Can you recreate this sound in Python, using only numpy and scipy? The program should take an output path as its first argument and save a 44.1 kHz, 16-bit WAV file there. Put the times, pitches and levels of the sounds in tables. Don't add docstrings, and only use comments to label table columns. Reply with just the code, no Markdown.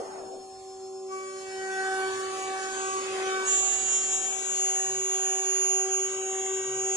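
import sys
import numpy as np
from scipy import signal
from scipy.fft import rfft, irfft
from scipy.io import wavfile
from scipy.ndimage import uniform_filter1d, map_coordinates

SR = 44100
rng = np.random.default_rng(int(sys.argv[2]) if len(sys.argv) > 2 else 0)


def gain_from_decibels(decibels):
    exponent = np.asarray(decibels, float) / 20
    return 10 ** exponent


def store_wav(level_fs):
    pcm = np.round(np.clip(np.atleast_2d(level_fs), -1, 1) * 32767)
    wavfile.write(sys.argv[1], SR, pcm.T.astype(np.int16))


N = 306936
TIME = np.arange(N) / SR
TOUCH_S, LOCK_S, SETTLE_S = 1.1, 3.47, 4.55


def unit(x):
    return x / np.sqrt(np.mean(x ** 2) + 1e-20)


def along(points, hz):
    f, v = np.transpose(points)
    return np.interp(np.log(hz + 1), np.log(f + 1), v)


def curves(rows):
    s, *cols = np.transpose(rows)
    return [np.interp(TIME, s, c) for c in cols]


def wobble(rate):
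    knots = rng.standard_normal(int(N * rate / SR) + 4)
    return map_coordinates(knots, [TIME * rate], order=1)


def after(s, rise=0.046):
    return np.clip((TIME - s) / rise + .5, 0, 1)


def swells(rows):
    return sum(gain_from_decibels(db) * np.exp(-((TIME - s) / half) ** 2) for s, db, half in rows) + 1e-9


def turns(hz):
    return 2 * np.pi * np.cumsum(hz + 0 * TIME) / SR


def tone(phase, db, pan_db, lead):
    left = gain_from_decibels(db + pan_db / 2) * np.sin(phase + lead / 2)
    right = gain_from_decibels(db - pan_db / 2) * np.sin(phase - lead / 2)
    return np.sqrt(2) * np.array([left, right])


# (frequency [Hz], likeness [0-1])
PORT_LIKENESS = [(40, .4), (90, .5), (160, .95), (300, .92), (600, .7), (950, .4), (1300, .28), (5000, .08)]


def rush(spectrum, patchy_db):
    left_lag_s = .00013
    hz, _, z = signal.stft(rng.standard_normal((2, N)), SR, nperseg=1024)
    field = uniform_filter1d(rng.standard_normal(z.shape[1:]), size=8, axis=0)
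    field = uniform_filter1d(field, size=6, axis=1)
    gain = gain_from_decibels(patchy_db * unit(field) + along(spectrum, hz)[:, None])
    turn = np.arccos(np.clip(along(PORT_LIKENESS, hz), -1, 1))[:, None] / 2
    mid, side = z * gain * [np.cos(turn), np.sin(turn)]
    late = np.exp(-2j * np.pi * hz * left_lag_s)[:, None]
    ports = np.array([(mid + side) * late, mid - side])
    return unit(signal.istft(ports, nperseg=1024)[1][:, :N])


# (time [s], level [dB])
CUT_DEPTH = [(1.04, -52), (1.12, -24), (1.5, -14), (1.95, -3.5), (2.3, -5.5), (2.95, -3.5), (3.3, -1.5),
             (3.45, -3.5), (3.58, -7.5), (4.3, -9.5), (6.96, -10.5)]


def effort(idle_db, deep_db, grows, locked_db):
    cut_db = deep_db + grows * curves(CUT_DEPTH)[0] + locked_db * after(LOCK_S, rise=0.16)
    return np.hypot(gain_from_decibels(idle_db), after(TOUCH_S) * gain_from_decibels(cut_db))


def burst(shaft, depth):
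    return unit(1 + depth * np.cos(shaft))


# (time [s], lag [half turns])
SLIP = [(0, -1.9), (1.29, .5), (2.17, 1.5), (3.08, 2.5), (3.43, 3.5), (3.97, 4.5), (6.63, 9.5),
        (6.96, 10.1)]


def cutting_shaft(idle):
    return idle - np.pi * curves(SLIP)[0]


def dying(db, hold_s, db_per_s):
    return gain_from_decibels(db - db_per_s * np.maximum(TIME - hold_s, 0))


# (frequency [Hz], density [dB per Hz])
BRAKE_LOW = [(120, -16), (250, -3.5), (400, 3.5), (700, 7), (1000, -5), (1400, -31)]
BRAKE_HIGH = [(700, -31), (1100, 6), (1600, 0.5), (2200, -5.5), (3200, -12), (5000, -21)]


def brake():
    out = dying(-42, hold_s=0.26, db_per_s=62) * rush(BRAKE_LOW, patchy_db=2.5)
    return out + dying(-51.5, hold_s=0.19, db_per_s=120) * rush(BRAKE_HIGH, patchy_db=1.5)


# (start [s], end [s], start pitch [Hz],
# end pitch [Hz], level [dB])
GLIDES = [(0.0, 0.22, 1250, 700, -50), (0.105, 0.195, 880, 710, -43), (0.24, 0.35, 1080, 740, -53),
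          (0.0, 0.08, 760, 640, -48), (0.19, 0.25, 690, 590, -46), (1.75, 2.15, 1262, 1256, -54),
          (1.75, 2.15, 1643, 1637, -52), (3.6, 4.9, 300, 140, -68), (4.85, 5.04, 138, 132, -58),
          (4.85, 5.04, 518, 514, -60), (6.66, 6.86, 138, 132, -58), (6.66, 6.86, 518, 514, -58)]


def feed_motors():
    out = 0
    for start, end, from_hz, to_hz, db in GLIDES:
        u = np.clip((TIME - start) / (end - start), 0, 1)
        swell = np.sqrt(np.abs(np.sin(np.pi * u)))
        lead = .2
        if from_hz > 1000:
            lead = 3 if start < 1 else -1.4
        hz = from_hz * (to_hz / from_hz) ** u * (1 + 0.005 * wobble(40))
        out += swell * tone(turns(hz), db + 2.5 * wobble(35), 0, lead)
    return out


# (time [s], level [dB], left-right [dB])
HUM = [(.4, -43.5, 6), (.56, -47.5, 0.5), (1.07, -38, 0), (1.4, -39.5, -1.5), (2.05, -33.5, -1),
       (2.6, -40.5, -6.5), (3.25, -33, 1), (3.43, -34, 2), (3.58, -43.5, -7.5), (4.25, -47.5, -14.5),
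       (4.9, -39, -0.5), (5.5, -37, 1), (6.4, -34.5, 3.5), (6.96, -35, 0.5)]


def unbalance_hum(shaft):
    db, pan_db = curves(HUM)
    lead = np.interp(TIME, (4.2, 4.8), (-.55, .05))
    return tone(shaft, db + 1.38 * wobble(25), pan_db, lead)


def second_order(shaft, idle):
    free_db = -49 - 3 * after(2.1, rise=0.25) + wobble(25)
    strain = gain_from_decibels(-41.5 + 0.5 * curves(CUT_DEPTH)[0]) + swells([(1.92, -39.5, 0.15), (2.48, -46, 0.15)])
    cut_db = 20 * np.log10(strain) + 1.5 * wobble(25)
    free = tone(2 * idle, free_db, -1.6, -0.3)
    return free + after(TOUCH_S) * tone(2 * shaft, cut_db, 0.64, -0.27)


# (frequency [Hz], level [dB])
INVERTER = [(4243, -69), (4300, -74.5), (4360, -75), (5092, -68.5), (5855, -73), (6236, -66.5), (6618, -63),
            (6999, -69.5), (7381, -61.5), (7764, -109), (8146, -67), (8527, -86.5), (8964, -121),
            (9346, -83), (9788, -83), (10111, -93)]
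MOTOR_LINES = [(200, -72), (266, -68.5), (577, -64), (1049, -67), (1144.5, -73)]


def drive_whine():
    out = 0
    for hz, db in INVERTER + MOTOR_LINES:
        high = hz > 2000
        phase = turns(hz + 1.61 * wobble(8))
        out += tone(phase, db + 0.5 + 3.7 * wobble(7), 3 * wobble(0.94) * high, 5.2 * wobble(0.31) * high)
    return out


def fans():
    fan_hz = 5328
    beat_hz = np.interp(TIME, (.25, .55), (16, 7)) + (1.5 + 7 * after(TOUCH_S)) * wobble(6)
    db = np.interp(TIME, (0, 2.0, 2.6), (-61, -59.5, -67)) + 3 * after(TOUCH_S) * wobble(18)
    return tone(turns(fan_hz), db, 5, .6) + tone(turns(fan_hz + beat_hz), db - 2.5, 5, .6)


# (frequency [Hz], density [dB per Hz])
RUMBLE = [(15, -21), (28, 10), (60, -16.5), (100, 8.5), (160, -13.5)]
JOLT = [(15, -35), (30, -2), (60, 1), (95, -20), (140, -35.5)]


def floor():
    unsteady = 4.5 * np.array([wobble(4.8), wobble(6.6)])
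    db = -60.15 + 2 * after(LOCK_S) + unsteady - 9 * swells([(3.6, 0, 0.18)])
    jolt = after(LOCK_S, rise=0.079) * gain_from_decibels(-65 - 5.5 * (TIME - LOCK_S))
    return gain_from_decibels(db) * rush(RUMBLE, patchy_db=2.0) + jolt * rush(JOLT, patchy_db=-5.5)


# (frequency [Hz], density [dB per Hz])
BOARD = [(59, -73), (100, -39), (316, -11), (379, -6), (652, -14), (762, -8.5), (901, -12.5), (1120, -9.5),
         (1230, -11.5), (2200, -29.5), (2860, -24), (4840, -120)]


def board(shaft):
    gain = effort(-60.5, -40.5, grows=1, locked_db=0.9) + dying(-48.5, hold_s=0, db_per_s=60)
    return gain * burst(shaft, depth=0.053) * rush(BOARD, patchy_db=2.0)


# (frequency [Hz], density [dB per Hz])
CHIPS = [(940, -13), (1600, 4.5), (1950, 0.5), (2330, -2.5), (2440, 0), (2650, -1.5), (3850, -2.5),
         (3980, -7), (4430, -9), (6000, -14.5), (7800, -28), (13200, -120)]


def chips(shaft):
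    gain = effort(-68.5, -37, grows=1.22, locked_db=4)
    return gain * burst(shaft, depth=0.72) * rush(CHIPS, patchy_db=1.5)


# (frequency [Hz], density [dB per Hz])
HISS = [(2940, -35), (4500, -6), (5100, -11.5), (5500, -5), (6340, -17), (6970, -6), (9410, -10.5),
        (10000, -21), (12000, -120)]
SHEEN = [(9200, -33), (10000, -0.5), (10400, 3.5), (11000, -6), (14300, -120)]


def air_hiss(shaft):
    gain = effort(-59.5, -46.5, grows=.5, locked_db=6) * gain_from_decibels(-5 * after(SETTLE_S, rise=0.83))
    out = gain * burst(shaft, depth=1.0) * rush(HISS, patchy_db=2.0)
    sheen = effort(-68, -53, grows=.7, locked_db=-14)
    return out + sheen * burst(shaft, depth=0.87) * rush(SHEEN, patchy_db=4)


# (order [per turn], left lead [rad], left-right [dB])
FLUTE_PORTS = [(3, -2, 2.5), (4, -1.4, 0), (5, -1.4, 9), (6, 1.6, -5.5)]
# (time [s], level [dB], half length [s])
GRAIN = [
    [(1.17, -46.5, 0.23), (2.3, -42.5, 0.46), (2.93, -38.5, 0.11), (3.4, -40.5, 0.29)],
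    [(1.25, -70.5, 0.052), (1.9, -37, 0.23), (2.72, -45, 0.18), (3.38, -41, 0.14)],
    [(1.78, -50, 0.21), (2.6, -57.5, 0.095), (3.2, -63, 0.32), (6.6, -63, 0.16)],
    [(1.22, -61, 0.056), (2.05, -55, 0.041), (2.5, -53.5, 0.12), (3.38, -51.5, 0.14)],
]


def flutes(shaft):
    steady_dbs, fades_db_per_s = (-67.5, -59.5, -67.5, -59.5), (-4.5, -1, 0.2, 0.4)
    out = 0
    for rows, steady_db, fade, (order, lead, pan_db) in zip(GRAIN, steady_dbs, fades_db_per_s, FLUTE_PORTS):
        db = 20 * np.log10(swells(rows) + gain_from_decibels(steady_db - fade * (TIME - LOCK_S)))
        phase = order * shaft + rng.uniform(0, 2 * np.pi) + 0.22 * wobble(40)
        pan_db, lead = pan_db + 1.5 * wobble(2.97), lead + .3 * wobble(2.55)
        out += after(TOUCH_S) * tone(phase, db + 4 + 1.8 * wobble(30), pan_db, lead)
    return out


# (frequency [Hz], level [dB])
BITE = [(2600, 0), (3100, -1), (3800, -8), (4550, 0), (4950, -4), (5300, -4), (5900, -3), (6500, 0),
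        (7200, 1), (7900, -6), (9000, -9), (10300, -8), (12000, -14)]
# (time [s], shaft speed [Hz])
SAG = [(1.5, 380.85), (1.9, 380.6), (2.3, 379.8), (2.9, 378.9), (3.42, 379.6), (3.55, 380.4), (4.2, 380.6),
       (6.96, 380.7)]


def bite():
    shaft_hz = 380.8
    db = -54 + 0.43 * curves(CUT_DEPTH)[0] - 7 * after(LOCK_S, rise=0.27)
    shaft = turns(curves(SAG)[0] + 0.37 * wobble(30.03))
    out = 0
    for k in range(7, 31):
        phase = k * shaft + rng.uniform(0, 2 * np.pi) + 0.35 * wobble(150)
        settled_db = -3 * after(SETTLE_S, rise=1.0) * (10 < k < 14)
        order_db = db + along(BITE, k * shaft_hz) + settled_db + 4 * wobble(15)
        out += tone(phase, order_db, 5 * wobble(2.7), 2.3 * wobble(8.9))
    return after(TOUCH_S) * out


# (time [s], level [dB], half length [s])
TRIES = [
    (2.0, -58, 0.58),
    (2.45, -49.5, 0.28),
    (2.83, -38.5, 0.14),
    (3.08, -48.5, 0.22),
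]


def tries():
    return swells(TRIES)


# (frequency [Hz], density [dB per Hz])
TOOL = [(5600, -43), (6100, -46.5), (6600, 8.5), (7100, 8), (7600, -5.5), (8000, -2.5), (8600, -20)]


def tool_ring(shaft):
    gain = effort(-100, -51, grows=0.07, locked_db=8)
    gain = gain + gain_from_decibels(-7.5) * uniform_filter1d(tries(), size=SR // 4)
    return gain * gain_from_decibels(0.8 * wobble(40)) * burst(shaft, depth=0.61) * rush(TOOL, patchy_db=3.5)


# (time [s], level [dB])
CHATTER = [(3.4, -65), (3.48, -28.5), (3.55, -30), (3.82, -31.5), (3.95, -29.5), (4.12, -28.5),
           (4.37, -32.5), (4.65, -28), (4.9, -29), (5.3, -28), (5.7, -27), (6.05, -28.5), (6.15, -35.5),
           (6.55, -34.5), (6.96, -31.5)]
# (time [s], frequency [Hz])
TOOL_HZ = [(2.5, 6727), (2.6, 6597), (3.42, 6622), (3.48, 6690), (3.75, 6688), (4.3, 6666), (4.9, 6658),
           (6.05, 6652), (6.13, 6639)]
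# (time [s], loss [dB], half length [s])
STUMBLES = [
    (5.886, 8, 0.039),
    (6.085, 6, .025),
    (6.631, 2.5, 0.054),
]
# (time [s], left-right [dB], left lead [rad])
STANCE = [(2.4, 0, -.5), (2.75, 3, -4.2), (3.0, -8, -4.4), (3.42, 2, -6.4), (3.53, -10, -8.8),
          (3.68, -14, -8.8), (3.82, -15, -8), (4.05, -5, -7.8), (4.25, 2, -7.7), (4.35, 6, -10.8),
          (4.6, 1, -10.7), (5.6, -6, -10.6), (6.05, -6, -10.9), (6.2, -6, -11.8), (6.96, -4, -11.3)]
# (time [s], level re tone [dB], left-right [dB], left lead [rad])
UPPER = [(3.4, -14, -3, 2.2), (3.53, -1, -2, 2.2), (3.67, -1, -6, 1.4), (3.81, -3, 3, .9),
         (4.23, -2, 4, .5), (4.34, -7, 3, -.2), (4.5, -10.5, 6, -.2), (4.65, -16.5, 3, -2),
         (4.95, -14, -8, -4.2), (5.1, -18, -11, -4), (5.25, -17, -13, -7), (5.5, -15, -3, -8),
         (5.75, -14, 8, -8.2), (6.04, -9, 8, -9.5), (6.2, -5, 9, -10.8), (6.5, -4.5, 8, -11.3),
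         (6.75, -1.5, 3, -10.3)]
SECOND = [(3.4, -14, 5, -1.7), (3.53, -2.5, 5, -1.7), (3.8, -5.5, 12, -1.5), (3.95, -10.5, 13, -1.5),
          (4.37, -6, 6, -2.2), (4.8, -14, 4, -2.3), (5.35, -17, -3, -2.3), (6.04, -16, -4, -3.5),
          (6.2, -11, -9, -5), (6.55, -8.5, -5, -5.3), (6.8, -15, -11, -6.2)]
# (offset [turns], level [dB])
FAR_BANDS = [(-6, -33), (-5, -30), (-4, -17), (-3, -12), (-2, -12), (5, -24), (6, -15)]
OVERTONE = [(-2, -27), (-1, -23), (0, -22), (1, -16), (2, -19)]


def chatter(shaft):
    locked_db, = curves(CHATTER)
    pan_db, lead = curves(STANCE)
    upper_db, *upper_ports = curves(UPPER)
    second_db, *second_ports = curves(SECOND)
    loss_db = sum(db * np.exp(-((TIME - s) / half) ** 2) for s, db, half in STUMBLES)
    locked = gain_from_decibels(locked_db - loss_db) * (TIME > CHATTER[0][0])
    db = 20 * np.log10(tries() + locked) - .7 + wobble(30) + 1.3 * wobble(14)
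    upper_db = np.minimum(upper_db + loss_db, -1)
    lower_db = -9.5 + 0.5 * upper_db
    since = np.maximum(TIME - LOCK_S, 0)
    third_db = -39.5 - 5.8 * since
    fourth_db = 20 * np.log10(gain_from_decibels(-46 - 22 * since) + gain_from_decibels(-58) * after(4.35, rise=.2))

    loose = np.clip((-34 - db) / 8, .15, 2)
    mode_hz = curves(TOOL_HZ)[0] - 3.5 * loss_db + 5 * wobble(4)
    mode = turns(mode_hz) + loose * wobble(60) + .15 * wobble(260)

    out = tone(mode, db, pan_db, lead)
    out += tone(mode + shaft, db + upper_db + 1.5 * wobble(16), *upper_ports)
    lower_pan_db = 5 - 5 * after(5.4, rise=.3) + 2 * wobble(2.5)
    out += tone(mode - shaft, db + lower_db, lower_pan_db, 1.8 + wobble(1.2))
    out += tone(mode + 2 * shaft, db + second_db + loss_db / 2 + 2 * wobble(16), *second_ports)
    third_db = np.minimum(db - 8, third_db) + 2 * wobble(16)
    out += tone(mode + 3 * shaft, third_db, 2 * wobble(2.5), .4 * wobble(1.2))
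    fourth_db = np.minimum(db - 15, fourth_db) + 2 * wobble(16)
    out += tone(mode + 4 * shaft, fourth_db, 0, .5 + .6 * wobble(1.5))
    for k, band_db in FAR_BANDS:
        far_db = db + lower_db + band_db + 3 * wobble(16)
        out += tone(mode + k * shaft, far_db, 3 * wobble(1.5), 2.5 * wobble(.8))
    for k, band_db in OVERTONE:
        double_db = db + band_db + 2.5 * wobble(9)
        out += tone(2 * mode + k * shaft, double_db, 4 * wobble(1.5), 2.5 * wobble(.8))
    return out


def rippled(x, depth_db):
    z = signal.stft(x, nperseg=1024)[2]
    field = uniform_filter1d(rng.standard_normal(z.shape[1:]), size=3, axis=0)
    field = uniform_filter1d(field, size=18, axis=1)
    field *= (np.arange(len(z[0])) > 28)[:, None]
    gain = gain_from_decibels(depth_db * unit(field) - depth_db ** 2 / 9)
    return signal.istft(z * gain, nperseg=1024)[1][:, :N]


def scene():
    idle = turns(381.74 + 0.2645 * wobble(6))
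    shaft = cutting_shaft(idle)
    tones = feed_motors() + unbalance_hum(shaft) + second_order(shaft, idle) + drive_whine() + fans()
    noises = floor() + board(shaft) + chips(shaft) + air_hiss(shaft) + tool_ring(shaft)
    return brake() + tones + rippled(noises, depth_db=2.6) + flutes(shaft) + bite() + chatter(shaft)


def skipped(dry):
    chip_hz, drop_hz, slip_hz, slip_s, top_hz = 48000, 3890.64, 9.36, 0.0455, 10760
    fast = signal.resample_poly(dry, chip_hz // 300, SR // 300, axis=1)
    kept = np.arange(N) + np.floor(drop_hz * TIME) + np.floor(slip_hz * (TIME - slip_s) + 1)
    x = fast[:, np.minimum(kept.astype(int), fast.shape[1] - 1)]
    return irfft(rfft(x) * (np.fft.rfftfreq(N, 1 / SR) < top_hz), N)


# (time [s], share removed [0-1])
BAND_DIP = [(3.6, 0), (4.3, .3), (4.7, .05), (5.6, 0), (6.1, .2), (6.4, .75), (6.75, .75), (6.96, .3)]


def band_dipped(x):
    centre_hz, width_hz = 4520, 560
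    hz = np.fft.rfftfreq(N, 1 / SR)
    band = irfft(rfft(x) * np.exp(-((hz - centre_hz) / width_hz) ** 4), N)
    share = np.clip(curves(BAND_DIP)[0] + 0.2 * wobble(14) * after(4.3), -.5, 1)
    return x - share * band


def masked(x, under_db, near_db, quiet_db):
    def swap(pair):
        return np.array([pair[0] + pair[1], pair[0] - pair[1]]) / np.sqrt(2)

    z = signal.stft(swap(x), nperseg=2048, noverlap=1536)[2]
    power = np.abs(uniform_filter1d(np.abs(z) ** 2, size=4, axis=2))
    band = np.repeat(uniform_filter1d(power, size=5, axis=1)[:, 2::5], repeats=5, axis=1)
    treble = power.mean(axis=0) * (np.arange(power.shape[1]) > 60)[:, None]
    typical = np.exp(uniform_filter1d(np.log(power + 1e-16), size=60, axis=1))
    hidden = uniform_filter1d(treble, size=320, axis=0) * gain_from_decibels(under_db) ** 2
    hidden = hidden + typical * gain_from_decibels(near_db) ** 2 + gain_from_decibels(quiet_db) ** 2
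    hidden[:, :36] *= .1
    hidden[:, :66] *= .5
    return swap(signal.istft(z * (band > hidden), nperseg=2048, noverlap=1536)[1][:, :N])


def packed(x, bits, under_db, round_up):
    n, k = np.arange(2048), np.arange(505)
    window = signal.windows.kaiser_bessel_derived(2048, 4 * np.pi)[:, None]
    basis = window * np.cos(np.pi / 1024 * (n[:, None] + 512.5) * (k + .5))
    at = np.arange(N // 1024 + 3)[:, None] * 1024 + n
    wide = np.pad(np.array([x[0] + x[1], x[0] - x[1]]) / 2, ((0, 0), (1260, 4096)))
    c = wide[:, at] @ basis

    step = np.abs(c).mean(axis=(0, 2)) + 1e-9
    for _ in range(8):
        spent = np.log2(1 + np.abs(c) / step[:, None]).mean(axis=(0, 2))
        step = step * 2 ** (1.5 * (spent - bits))
    loudest = (c ** 2).max(axis=0)
    near = np.sqrt(np.abs(uniform_filter1d(loudest, size=150, axis=1, origin=45))) * (k > 230)
    near = np.repeat(near[:, 16::32], repeats=32, axis=1)[:, :len(k)]
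    step = np.maximum(step[:, None] * np.where(k < 14, .4, 1), gain_from_decibels(under_db) * near)
    c = np.sign(c) * np.floor((np.abs(c) / step) ** .75 + round_up) ** (4 / 3) * step

    mid, side = [np.bincount(at.ravel(), (v @ basis.T).ravel())[1260:][:N] / 512 for v in c]
    return np.array([mid + side, mid - side])


def low_pass(x):
    return signal.sosfilt(signal.butter(12, 11130, fs=SR, output="sos"), x)


def record(dry):
    x = band_dipped(skipped(dry))
    x = masked(x, under_db=-18, near_db=-1, quiet_db=-106)
    mix = packed(x, bits=1.03, under_db=-23, round_up=.36)
    return low_pass(mix)


dry = scene()
out = record(dry)
store_wav(out)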